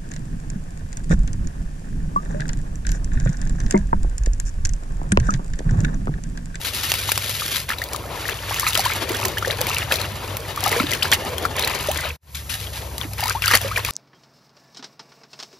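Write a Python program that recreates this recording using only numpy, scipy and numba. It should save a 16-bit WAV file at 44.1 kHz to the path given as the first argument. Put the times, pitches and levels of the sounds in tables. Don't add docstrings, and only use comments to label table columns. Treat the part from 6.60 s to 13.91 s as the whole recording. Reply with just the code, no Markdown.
import sys
import numpy as np
from scipy import signal
from scipy.fft import rfft, irfft, next_fast_len
from scipy.io import wavfile
from scipy.ndimage import uniform_filter1d, map_coordinates
from numba import njit

SR = 44100
rng = np.random.default_rng(int(sys.argv[2]) if len(sys.argv) > 2 else 0)


def dump(signal):
    limited = np.clip(np.atleast_2d(signal).T, -1, 1)
    pcm = np.round(limited * 32767).astype(np.int16)
    wavfile.write(sys.argv[1], SR, pcm)


N = 322371


def undb(db):
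    return 10 ** (np.asarray(db) / 20)


def curve(table, column=1):
    rows = np.array(table, float)
    return np.interp(np.arange(N) / SR, rows[:, 0], rows[:, column])


def on_log_hz(points, hz):
    f, value = np.transpose(points)
    return np.interp(np.log(hz + 1), np.log(f), value)


def filtered(x, response):
    size = next_fast_len(N + 4096, True)
    hz = np.arange(size // 2 + 1) * SR / size
    return irfft(rfft(x, size) * response(hz), size)[..., :N]


def colour(x, points):
    y = filtered(x, lambda hz: undb(on_log_hz(points, hz)))
    return y / y.std()


def walk(rate):
    steps = rng.standard_normal(4096)
    position = np.arange(0, N + 64, 64) / SR * rate
    return map_coordinates(steps, [position], order=3, mode="wrap").repeat(64)[:N]


def even(x, span_s):
    size = int(span_s * SR / 2) + 1
    power = uniform_filter1d(uniform_filter1d(x ** 2, size), size)
    return x / np.sqrt(np.abs(power) + 1e-9 * np.mean(x ** 2))


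def bands(x):
    def below(hz, edge_hz):
        return 1 / (1 + (hz / edge_hz) ** 8)
    low = even(filtered(x, lambda hz: below(hz, 1060) - below(hz, 150)), span_s=0.078)
    middle = even(filtered(x, lambda hz: below(hz, 4150) - below(hz, 830)), span_s=0.081)
    high = even(filtered(x, lambda hz: 1 - below(hz, 4100)), span_s=0.54)
    return np.array([low, middle, high])


def add(track, start_s, sound):
    i = max(int(start_s * SR), 0)
    track[i:i + len(sound)] += sound[:max(N - i, 0)]


def gesture(start, length, attack_s, release_s):
    t = np.arange(N) / SR - start
    return np.clip(t / attack_s, 0, 1) * np.exp(-np.clip((t - length) / release_s, 0, 30))


def clicks(per_s, spread_db, tail_s, tail):
    chance, size, sign = rng.random(N), rng.exponential(size=N), rng.choice([-1, 1], N)
    hits = (chance < per_s / SR) * sign * undb(spread_db * np.minimum(size, 6))
    t = np.arange(1024) / SR
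    scatter = rng.standard_normal(len(t)) * np.exp(-t / tail_s)
    tail_power = signal.fftconvolve(hits ** 2, scatter ** 2 / np.sum(scatter ** 2))[:N]
    y = hits + tail * np.sqrt(np.abs(tail_power)) * rng.standard_normal(N)
    return y / y.std()


# f/Hz, level/dB
GRIT_COLOUR = [(150, 8), (260, 4.5), (450, -11), (700, -13.5), (1500, -2.5), (3500, 1), (4900, -1),
               (5600, -2.5), (8000, -3), (12000, -1), (15500, -15.5)]
# t/s, length/s, level/dB
SQUEEZES = [(0.0, 0.035, -33.5), (0.044, 0.023, -22.5), (0.127, 0.088, -27.5), (0.225, 0.13, -26),
            (0.358, 0.13, -28.5), (0.472, 0.051, -27), (0.542, 0.053, -30), (0.607, 0.11, -28),
            (0.733, 0.17, -28), (0.908, 0.073, -23.5), (5.744, 0.012, -29.5), (5.89, 0.051, -30),
            (5.987, 0.056, -38.5), (6.127, .06, -36)]

def crumbling(attack_s=0.0098, trickle_db=-10.5, trickle_s=0.053):
    stream = clicks(per_s=3000, spread_db=3.0, tail_s=0.0028, tail=0.96)
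    stream *= undb(1.6 * walk(70))
    grit = undb([-18, 0, 1.5]) @ bands(colour(stream, GRIT_COLOUR))
    power = 0
    for start, length, db in SQUEEZES:
        flow = gesture(start, length, attack_s, release_s=0.029)
        trickle = undb(trickle_db) * gesture(start, length + trickle_s, attack_s, release_s=0.013)
        power += (undb(db) * np.maximum(flow, trickle)) ** 2
    return grit * np.sqrt(power)


def tone(hz, drift_hz):
    return np.sqrt(2) * np.sin(2 * np.pi * np.cumsum(hz + drift_hz * walk(4)) / SR)


# f/Hz, level/dB
RUMBLE_COLOUR = [(20, -28), (40, -7), (52, -9), (80, -7.5), (105, 6), (135, -1.5), (170, -7), (400, -24.5),
                 (2000, -43), (12000, -68)]
# f/Hz, first level/dB, last level/dB
DRONE_TONES = [(54.2, -1.5, -6.5), (70, -4, -4.5), (81.6, -3, -7.5), (127, -9, -6), (143, -6.5, -9.5)]
# t/s, level/dB
DRONE_LEVEL = [(0, -38.5), (2.2, -37.5), (2.7, -33.5), (3.7, -36.5), (4.6, -35), (5.45, -37), (5.65, -38.5),
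               (5.95, -40), (7.3, -38)]

def drone():
    tones = 0
    for hz, first_db, last_db in DRONE_TONES:
        level_db = np.linspace(first_db, last_db, N) + 2.6 * walk(2.445)
        tones += undb(level_db) * tone(hz, drift_hz=1.177)
    rumble = colour(rng.standard_normal(N), RUMBLE_COLOUR)
    width = undb(-13.0) * colour(rng.standard_normal(N), RUMBLE_COLOUR) * np.array([[1], [-1]])
    return undb(curve(DRONE_LEVEL)) * (rumble + tones + width)


# t/s, level/dB
HUM_LEVEL = [(0.0, -38), (0.51, -32), (1.02, -41.5), (3.0, -30), (5.92, -43), (6.72, -32.5), (7.31, -31.5)]

def mains_hum():
    return undb(curve(HUM_LEVEL)) * tone(hz=99.3, drift_hz=0.62)


def sinking_tone(peak_s=5.4, peak_db=-33.5, fade_db_per_s=4, hz_at_peak=76.6, sink_hz_per_s=10):
    t = np.arange(N) / SR - peak_s
    level_db = peak_db - fade_db_per_s * np.abs(t) + 1.5 * walk(4.44)
    return undb(level_db) * tone(hz_at_peak - sink_hz_per_s * t, drift_hz=0.58)


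# f/Hz, level/dB
HISS_COLOUR = [(300, -6.5), (2000, -9), (6000, 1), (12000, 3), (15500, -3.5)]

def hiss():
    return undb(-40) * colour(rng.standard_normal(N), HISS_COLOUR)


def snaps(table, attack_s, crack_s, tail_s, tail_db, ring_s, ring_db):
    out, t = np.zeros(N), np.arange(2048) / SR
    for start, db, hz in table:
        fade = np.exp(-t / crack_s) + undb(tail_db) * np.exp(-t / tail_s)
        low_cut = signal.butter(1, 0.14 * hz, "high", fs=SR)
        crack = signal.lfilter(*low_cut, rng.standard_normal(len(t)) * fade)
        ping = undb(ring_db) * np.sin(2 * np.pi * hz * t) * np.exp(-t / ring_s)
        snap = (crack + ping) * (1 - np.exp(-t / attack_s))
        add(out, start + 0.0002, undb(db + 17.5) * snap / np.linalg.norm(snap))
    return out


# t/s, level/dB, brightest f/Hz
LUMP_CRACKS = [(0.3177, -2.5, 2670), (0.3394, -7, 4730), (0.5182, -0.5, 2820), (0.5765, -5.5, 1200),
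               (0.694, -10, 3900)]

def lump_cracks():
    return snaps(LUMP_CRACKS, attack_s=0.0001, crack_s=0.00096, tail_s=0.003, tail_db=-11.5,
                 ring_s=0.00038, ring_db=0.5)


@njit
def ring(start, hz, size, cycles, rise):
    out = np.zeros(N)
    for k in range(len(start)):
        first, life = int(start[k] * SR), cycles[k] / hz[k] * SR
        swing = size[k] + 0j
        turn = np.exp(-1 / life + 2j * np.pi * hz[k] / SR)
        glide = np.exp(2j * np.pi * hz[k] / SR * rise[k] / life)
        shut, opening = 1., np.exp(-hz[k] / SR / .7)
        for i in range(max(first, 0), min(first + int(6 * life), N)):
            swing *= turn
            turn *= glide
            shut *= opening
            out[i] += swing.imag * (1 - shut)
    return out


# f/Hz, level/dB
WATER_COLOUR = [(150, -2.5), (280, -5.5), (500, 1), (800, -3.5), (1900, 3), (3200, 1), (4700, 0.5),
                (5500, -3), (8400, -5), (12000, -4.5), (15500, -17.5)]
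# t/s, f/Hz, level/dB, cycles to fade to 37 %, share the pitch climbs per cycle
BIG_BUBBLES = [(0.49, 980, -3, 1.94, 0.014), (0.82, 1154, -11.5, 3, 0.0077), (1.103, 1590, 3.5, 1.8, 0.031),
               (1.12, 1290, -6.5, 2.8, 0.013), (1.217, 1730, -11.5, 9.3, 0.014),
               (1.346, 1095, -15.5, 5.4, 0.015), (1.654, 1750, -10, 5.4, 0.0087),
               (1.689, 1830, -9, 3.6, 0.02), (1.91, 830, -6.5, 1.85, 0.025),
               (2.031, 1080, -7.5, 4.2, 0.016), (2.066, 1130, -1, 2.4, 0.03), (2.067, 2300, 1, 3.2, .01),
               (2.153, 3050, -2.5, 4.4, .01), (2.162, 1300, -9, 3.5, 0.022), (2.177, 617, -8.5, 2.9, 0.009),
               (2.193, 726, -9, 3.8, 0.02), (2.259, 972, -6.5, 7, 0.01), (2.317, 2040, -9.5, 9.7, 0.012),
               (2.504, 339, -7, 2.1, 0.0057), (2.658, 400, -9.5, 2.3, -0.01),
               (2.771, 1600, -10.5, 9.6, 0.018), (2.825, 1270, -7, 4.1, 0.017),
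               (2.848, 1610, -5.5, 4.8, 0.03), (2.873, 510, -5, 5, -0.012), (2.909, 3570, -0.5, 4.4, 0.016),
               (3.008, 557, -14, 5.5, -0.011), (3.104, 1150, -8.5, 3, .016),
               (3.168, 2730, -2.5, 3.7, 0.0096), (3.313, 1520, 1, 2, 0.024), (3.32, 550, -11, 3.8, 0.002),
               (3.322, 2430, -4.5, 4.7, 0.01), (3.975, 1200, -9, 3.7, 0.0061), (4.063, 730, -10, 8.9, .012),
               (4.058, 1130, -10.5, 9.4, 0.012), (4.118, 465, -10.5, 6.3, -0.0012),
               (4.128, 1940, 0, 3.3, 0.0023), (4.163, 453, -11, 6.3, 0.0054),
               (4.2, 1320, -3.5, 4.6, 0.0096), (4.2, 2180, -6, 6.3, 0.0038), (4.204, 270, -3, 1.6, 0.0088),
               (4.238, 285, -7.5, 3.4, 0.0041), (4.268, 3950, -9, 6.5, -0.023),
               (4.324, 1960, -6, 6.2, 0.0048), (4.424, 2690, -2.5, 12, 0.016), (4.454, 1430, -7, 4, 0.024),
               (4.525, 3130, 4.5, 3.3, 0.0097), (4.526, 1640, -4.5, 13, 0.035),
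               (4.852, 1210, -3, 4.7, 0.023), (4.983, 1830, -7, 4, 0.011), (5.024, 3870, -1.5, 3.6, 0.0082),
               (5.045, 4140, -5, 7, -0.00097), (5.286, 515, -6, 5.5, 0.049),
               (5.451, 618, -15.5, 5.2, 0.0068), (6.07, 3260, -20, 7.5, -0.00023),
               (6.413, 3230, -11, 5.9, 0.013), (6.45, 292, -19.5, 2, .02), (6.594, 830, -16, 2.8, 0),
               (6.626, 668, -16.5, 6.7, 0.045), (6.656, 843, -16.5, 5.8, 0.03),
               (6.689, 1260, -11, 3.7, 0.006), (6.707, 1390, -3, 1.7, 0.027), (6.75, 814, -15, 11.6, 0.016),
               (6.84, 2190, -2.5, 2.6, -0.0086), (6.86, 1410, -13.5, 4, 0.032),
               (6.88, 1290, -17, 20, 0.011), (6.912, 1025, -10, 6, 0.04), (6.911, 1720, -1, 2.8, 0.026),
               (6.936, 1780, 3, 4.5, 0.015), (6.942, 1240, -4, 2.7, 0.0068), (6.951, 1940, 3, 1.8, 0.017),
               (7.046, 496, -15.5, 6.1, 0.014), (7.113, 1107, -15, 10.6, 0.019),
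               (7.16, 2595, -11.5, 16, -0.0076), (7.174, 1706, -7, 6.4, 0.013),
               (7.181, 880, -19.5, 7.9, 0.042), (7.287, 1020, -14.5, 4.4, 0.016)]

def plops(wobble=0.16, ripple_s=0.00007, fizz_db=-8.5, fizz_s=0.0014, deep_below_hz=890):
    start, hz, db, cycles, climb = np.array(BIG_BUBBLES, float).T.copy()
    cycles = np.maximum(cycles, 1)
    bubbles = ring(start, hz, undb(db), cycles, climb * cycles)
    wavering_time = np.arange(N) + ripple_s * SR * walk(160)
    bubbles = map_coordinates(bubbles, [wavering_time], order=3, mode="nearest")
    bubbles *= 1 + wobble * walk(300)
    shallow = ring(start, hz, undb(db) * hz / np.hypot(hz, deep_below_hz), cycles, climb * cycles)
    fade = np.exp(-1 / (fizz_s * SR))
    fizz_level = np.sqrt(signal.lfilter([1 - fade], [1, -fade], shallow ** 2 + 1e-18))
    fizz = colour(rng.standard_normal(N), WATER_COLOUR)
    return undb(0.5) * bubbles + undb(fizz_db) * fizz_level * fizz


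def froth(low_hz, high_hz, spread_db, cycles, rise, count):
    when, pitch, strength, damping, depth = rng.random((count, 5)).T
    hz = (np.sqrt(low_hz) + pitch * (np.sqrt(high_hz) - np.sqrt(low_hz))) ** 2
    life = cycles * 2 ** (2 * damping - 1)
    level_db = spread_db * np.minimum(-np.log(1 - strength), 5)
    size = undb(level_db) * hz ** .75 / np.sqrt(life)
    y = ring(when * N / SR, hz, size, life, 2 * rise * depth)
    return y / y.std()


# t/s, low wash level/dB, fizz level/dB
STIRRING = [(1.0, -39, -51), (1.07, -48, -43), (1.2, -36, -37.5), (1.5, -30.5, -37.5), (1.62, -35.5, -32),
            (1.8, -36, -32), (2.25, -38.5, -29), (2.45, -30, -29.5), (2.75, -33.5, -36), (3.1, -35, -30),
            (3.8, -32, -35.5), (4.2, -37.5, -29), (4.62, -28.5, -31.5), (4.9, -30.5, -35.5),
            (5.3, -33.5, -31), (5.75, -52, -51.5), (6.2, -39.5, -44), (6.5, -43.5, -49.5), (6.75, -49, -40),
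            (7.3, -45, -38)]
# t/s, length/s, level/dB, deep slosh/dB, spray/dB
SPLASHES = [(1.083, 0.055, -25, -18, -4), (1.321, 0.039, -45, 9, 10), (1.665, 0.062, -28.5, -7, -3.5),
            (1.883, 0.23, -27, -29, 1.5), (2.068, 0.02, -22, -28, 6.5), (2.141, 0.074, -25.5, -11, 3.5),
            (2.234, 0.084, -23.5, -17, -2), (2.48, 0.15, -27.5, -4.5, 0.5), (2.626, 0.042, -33, 7.5, 5),
            (2.856, 0.075, -26.5, -1.5, -1), (2.976, 0.11, -31, 1, 0), (3.09, 0.14, -25.5, -21, -2),
            (3.301, 0.067, -27, -6, -1), (3.372, 0.085, -30, -4.5, -4), (3.97, 0.011, -33, -1, -14),
            (4.021, 0.21, -25, -3, -2), (4.285, 0.066, -26, -4, -1), (4.442, 0.03, -33.5, -11, 2),
            (4.513, 0.03, -16, -18, 1), (4.95, 0.17, -23.5, -6.5, -5.5), (5.112, 0.3, -31, -13.5, 1),
            (5.354, 0.15, -26.5, -12, -8.5), (6.397, 0.046, -36, -21, -3), (6.575, 0.15, -28.5, -14, -1),
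            (6.818, 0.15, -24.5, -36, 1), (6.911, 0.035, -19.5, -18, -6), (6.934, 0.018, -14, -9.5, -6),
            (7.002, 0.09, -33, -3.5, 0), (7.158, 0.04, -30.5, -4, -5), (7.242, 0.08, -32, -21, 1)]

def muddy_water(stir_grain=0.45, splash_grain=0.95):
    bubbles = froth(low_hz=183.0, high_hz=4812, spread_db=3.5, cycles=2.8, rise=0.081, count=7000)
    spatter = clicks(per_s=800, spread_db=3.5, tail_s=0.002, tail=1.0)
    spray = clicks(per_s=900, spread_db=5.0, tail_s=0.001, tail=1.0)
    low, middle, _ = bands(colour(bubbles + undb(-2) * spatter, WATER_COLOUR))
    _, _, high = bands(colour(spray, WATER_COLOUR))
    grain = np.array([low, middle, high])
    wash = bands(colour(rng.standard_normal(N), WATER_COLOUR))
    wash *= undb(3.5 * walk(45))
    fizz_db = curve(STIRRING, column=2)
    stir_power = undb([curve(STIRRING), fizz_db, fizz_db - 3.5]) ** 2
    splash_power = 0
    for start, length, db, slosh_db, spray_db in SPLASHES:
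        stroke = gesture(start, length, attack_s=0.0028 + 0.049 * length, release_s=0.011)
        splash_power += np.outer(undb([db + slosh_db, db, db + spray_db]), stroke) ** 2
    grain_power = stir_grain * stir_power + splash_grain * splash_power
    wash_power = stir_power + splash_power - grain_power
    return np.sum(grain * np.sqrt(grain_power) + wash * np.sqrt(wash_power), axis=0)


# t/s, level/dB, brightest f/Hz
DROPS = [(1.0909, -10.5, 2090), (1.1216, -20, 1590), (1.184, -15, 3970), (1.6944, -12, 2680),
         (1.9423, -12, 2580), (2.074, -10, 4100), (2.1312, -10, 3550), (2.152, -6, 2880),
         (2.175, -12, 3940), (2.193, -7.5, 4300), (2.254, -8, 3100), (2.5468, -13.5, 3370),
         (2.6502, -8, 1870), (2.782, -10, 3090), (3.0677, -10, 2250), (3.3212, -3.5, 3240),
         (3.3567, -9.5, 4030), (3.414, -10.5, 4140), (4.115, -9, 2270), (4.334, -6.5, 2920),
         (4.4294, -6, 4850), (4.5317, -11, 2200), (4.533, -3.5, 4230), (4.7809, -12.5, 3220),
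         (4.8513, -15.5, 1590), (4.9932, -9, 3580), (5.0745, -7, 2000), (5.3134, -12.5, 3260),
         (6.637, -13, 4690), (6.8205, -12.5, 2720), (6.879, -5, 4610), (6.952, -2, 4520),
         (7.248, -10.5, 2530)]

def drops():
    return snaps(DROPS, attack_s=0.00095, crack_s=0.00097, tail_s=0.0029, tail_db=-6.5,
                 ring_s=0.0016, ring_db=2.5)


# t/s, level/dB
BURSTS = [(1.218, -17), (1.239, -12), (1.333, -11.5), (1.362, -13), (1.942, -30), (1.968, -19),
          (2.0077, -11), (2.176, -14), (2.242, -18), (2.3354, -13), (2.4935, -12), (2.654, -4),
          (2.683, -11), (3.014, -3.5), (3.069, -15), (3.769, -9.5), (3.883, -21), (3.961, -15.5),
          (4.006, -13.5), (4.079, -9), (4.191, -16), (4.995, -8.5), (5.315, -13), (6.381, -14.5),
          (6.534, -19.5), (6.6062, -13), (7.015, -14)]

def bursting_bubbles(decay_s=0.0014, low_hz=2500):
    out, t = np.zeros(N), np.arange(512) / SR
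    low_cut = signal.butter(1, low_hz, "high", fs=SR)
    for start, db in BURSTS:
        burst = signal.lfilter(*low_cut, rng.standard_normal(len(t)) * np.exp(-t / decay_s))
        add(out, start, undb(db + 16) * burst / np.linalg.norm(burst))
    return out


def echoes(x, fade_s, delay_s):
    t = np.arange(SR // 3) / SR
    response = rng.standard_normal((2, len(t))) * undb(-60 * t / fade_s) * (t > delay_s)
    response /= np.sqrt(np.sum(response ** 2, axis=1, keepdims=True))
    return signal.oaconvolve(x[None], response, axes=1)[:, :N]


def tub(x, wall_fade_s=0.034, boom_below_hz=1300):
    place = np.pi * walk(25)
    walls = echoes(x * np.cos(place), wall_fade_s, delay_s=0.00012)
    walls += echoes(x * np.sin(place), wall_fade_s, delay_s=0.00064)
    lows = filtered(x, lambda hz: 1 / (1 + 1j * hz / boom_below_hz) ** 2)
    boom = echoes(lows, fade_s=0.078, delay_s=0.0017)
    room = echoes(x, fade_s=0.2, delay_s=0.011)
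    return undb(-8.0) * walls + undb(-8.5) * boom + undb(-21.5) * room


# f/Hz, lead/radians
LEFT_LEAD = [(0, 0), (1200, 0), (1550, 1.2), (1850, .1), (2900, 1), (4600, .5), (6800, -1.5),
             (8400, -np.pi), (12000, -2 * np.pi), (15700, -3 * np.pi)]
# f/Hz, level/dB
LEFT_BOOST = [(60, .5), (200, 1.3), (500, 3.3), (1300, 3.6), (2200, 1.55), (4400, 5.6), (8000, 0.16)]

def ports(x):
    def response(hz):
        lead = np.interp(hz, *np.transpose(LEFT_LEAD))
        side = np.array([[.5], [-.5]])
        return undb(side * on_log_hz(LEFT_BOOST, hz)) * np.exp(1j * side * lead)
    return filtered(x, response)


# t/s, level/dB
LEVEL_DIP = [(5.49, -4), (5.56, -8), (5.578, -50), (5.6, -53.5), (5.63, -24.5), (5.74, -4.5), (5.9, -1)]

def scene(hand_spread_db=2.5):
    near = crumbling() + muddy_water() + plops() + bursting_bubbles() + lump_cracks() + drops()
    reflections = tub(near)
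    hands = near * undb(hand_spread_db * walk(22) * np.array([[.5], [-.5]]))
    foreground = ports(hands + reflections + hiss())
    background = (drone() + mains_hum() + sinking_tone()) * undb([[.4], [-.4]])
    return (foreground + background) * undb(curve(LEVEL_DIP))


def record(dry):
    top_hz = 15700
    lowpass = signal.ellip(10, .2, 70, top_hz, fs=SR, output="sos")
    return signal.sosfilt(lowpass, np.clip(dry, -1, 1))


dry = scene()
out = record(dry)
dump(out)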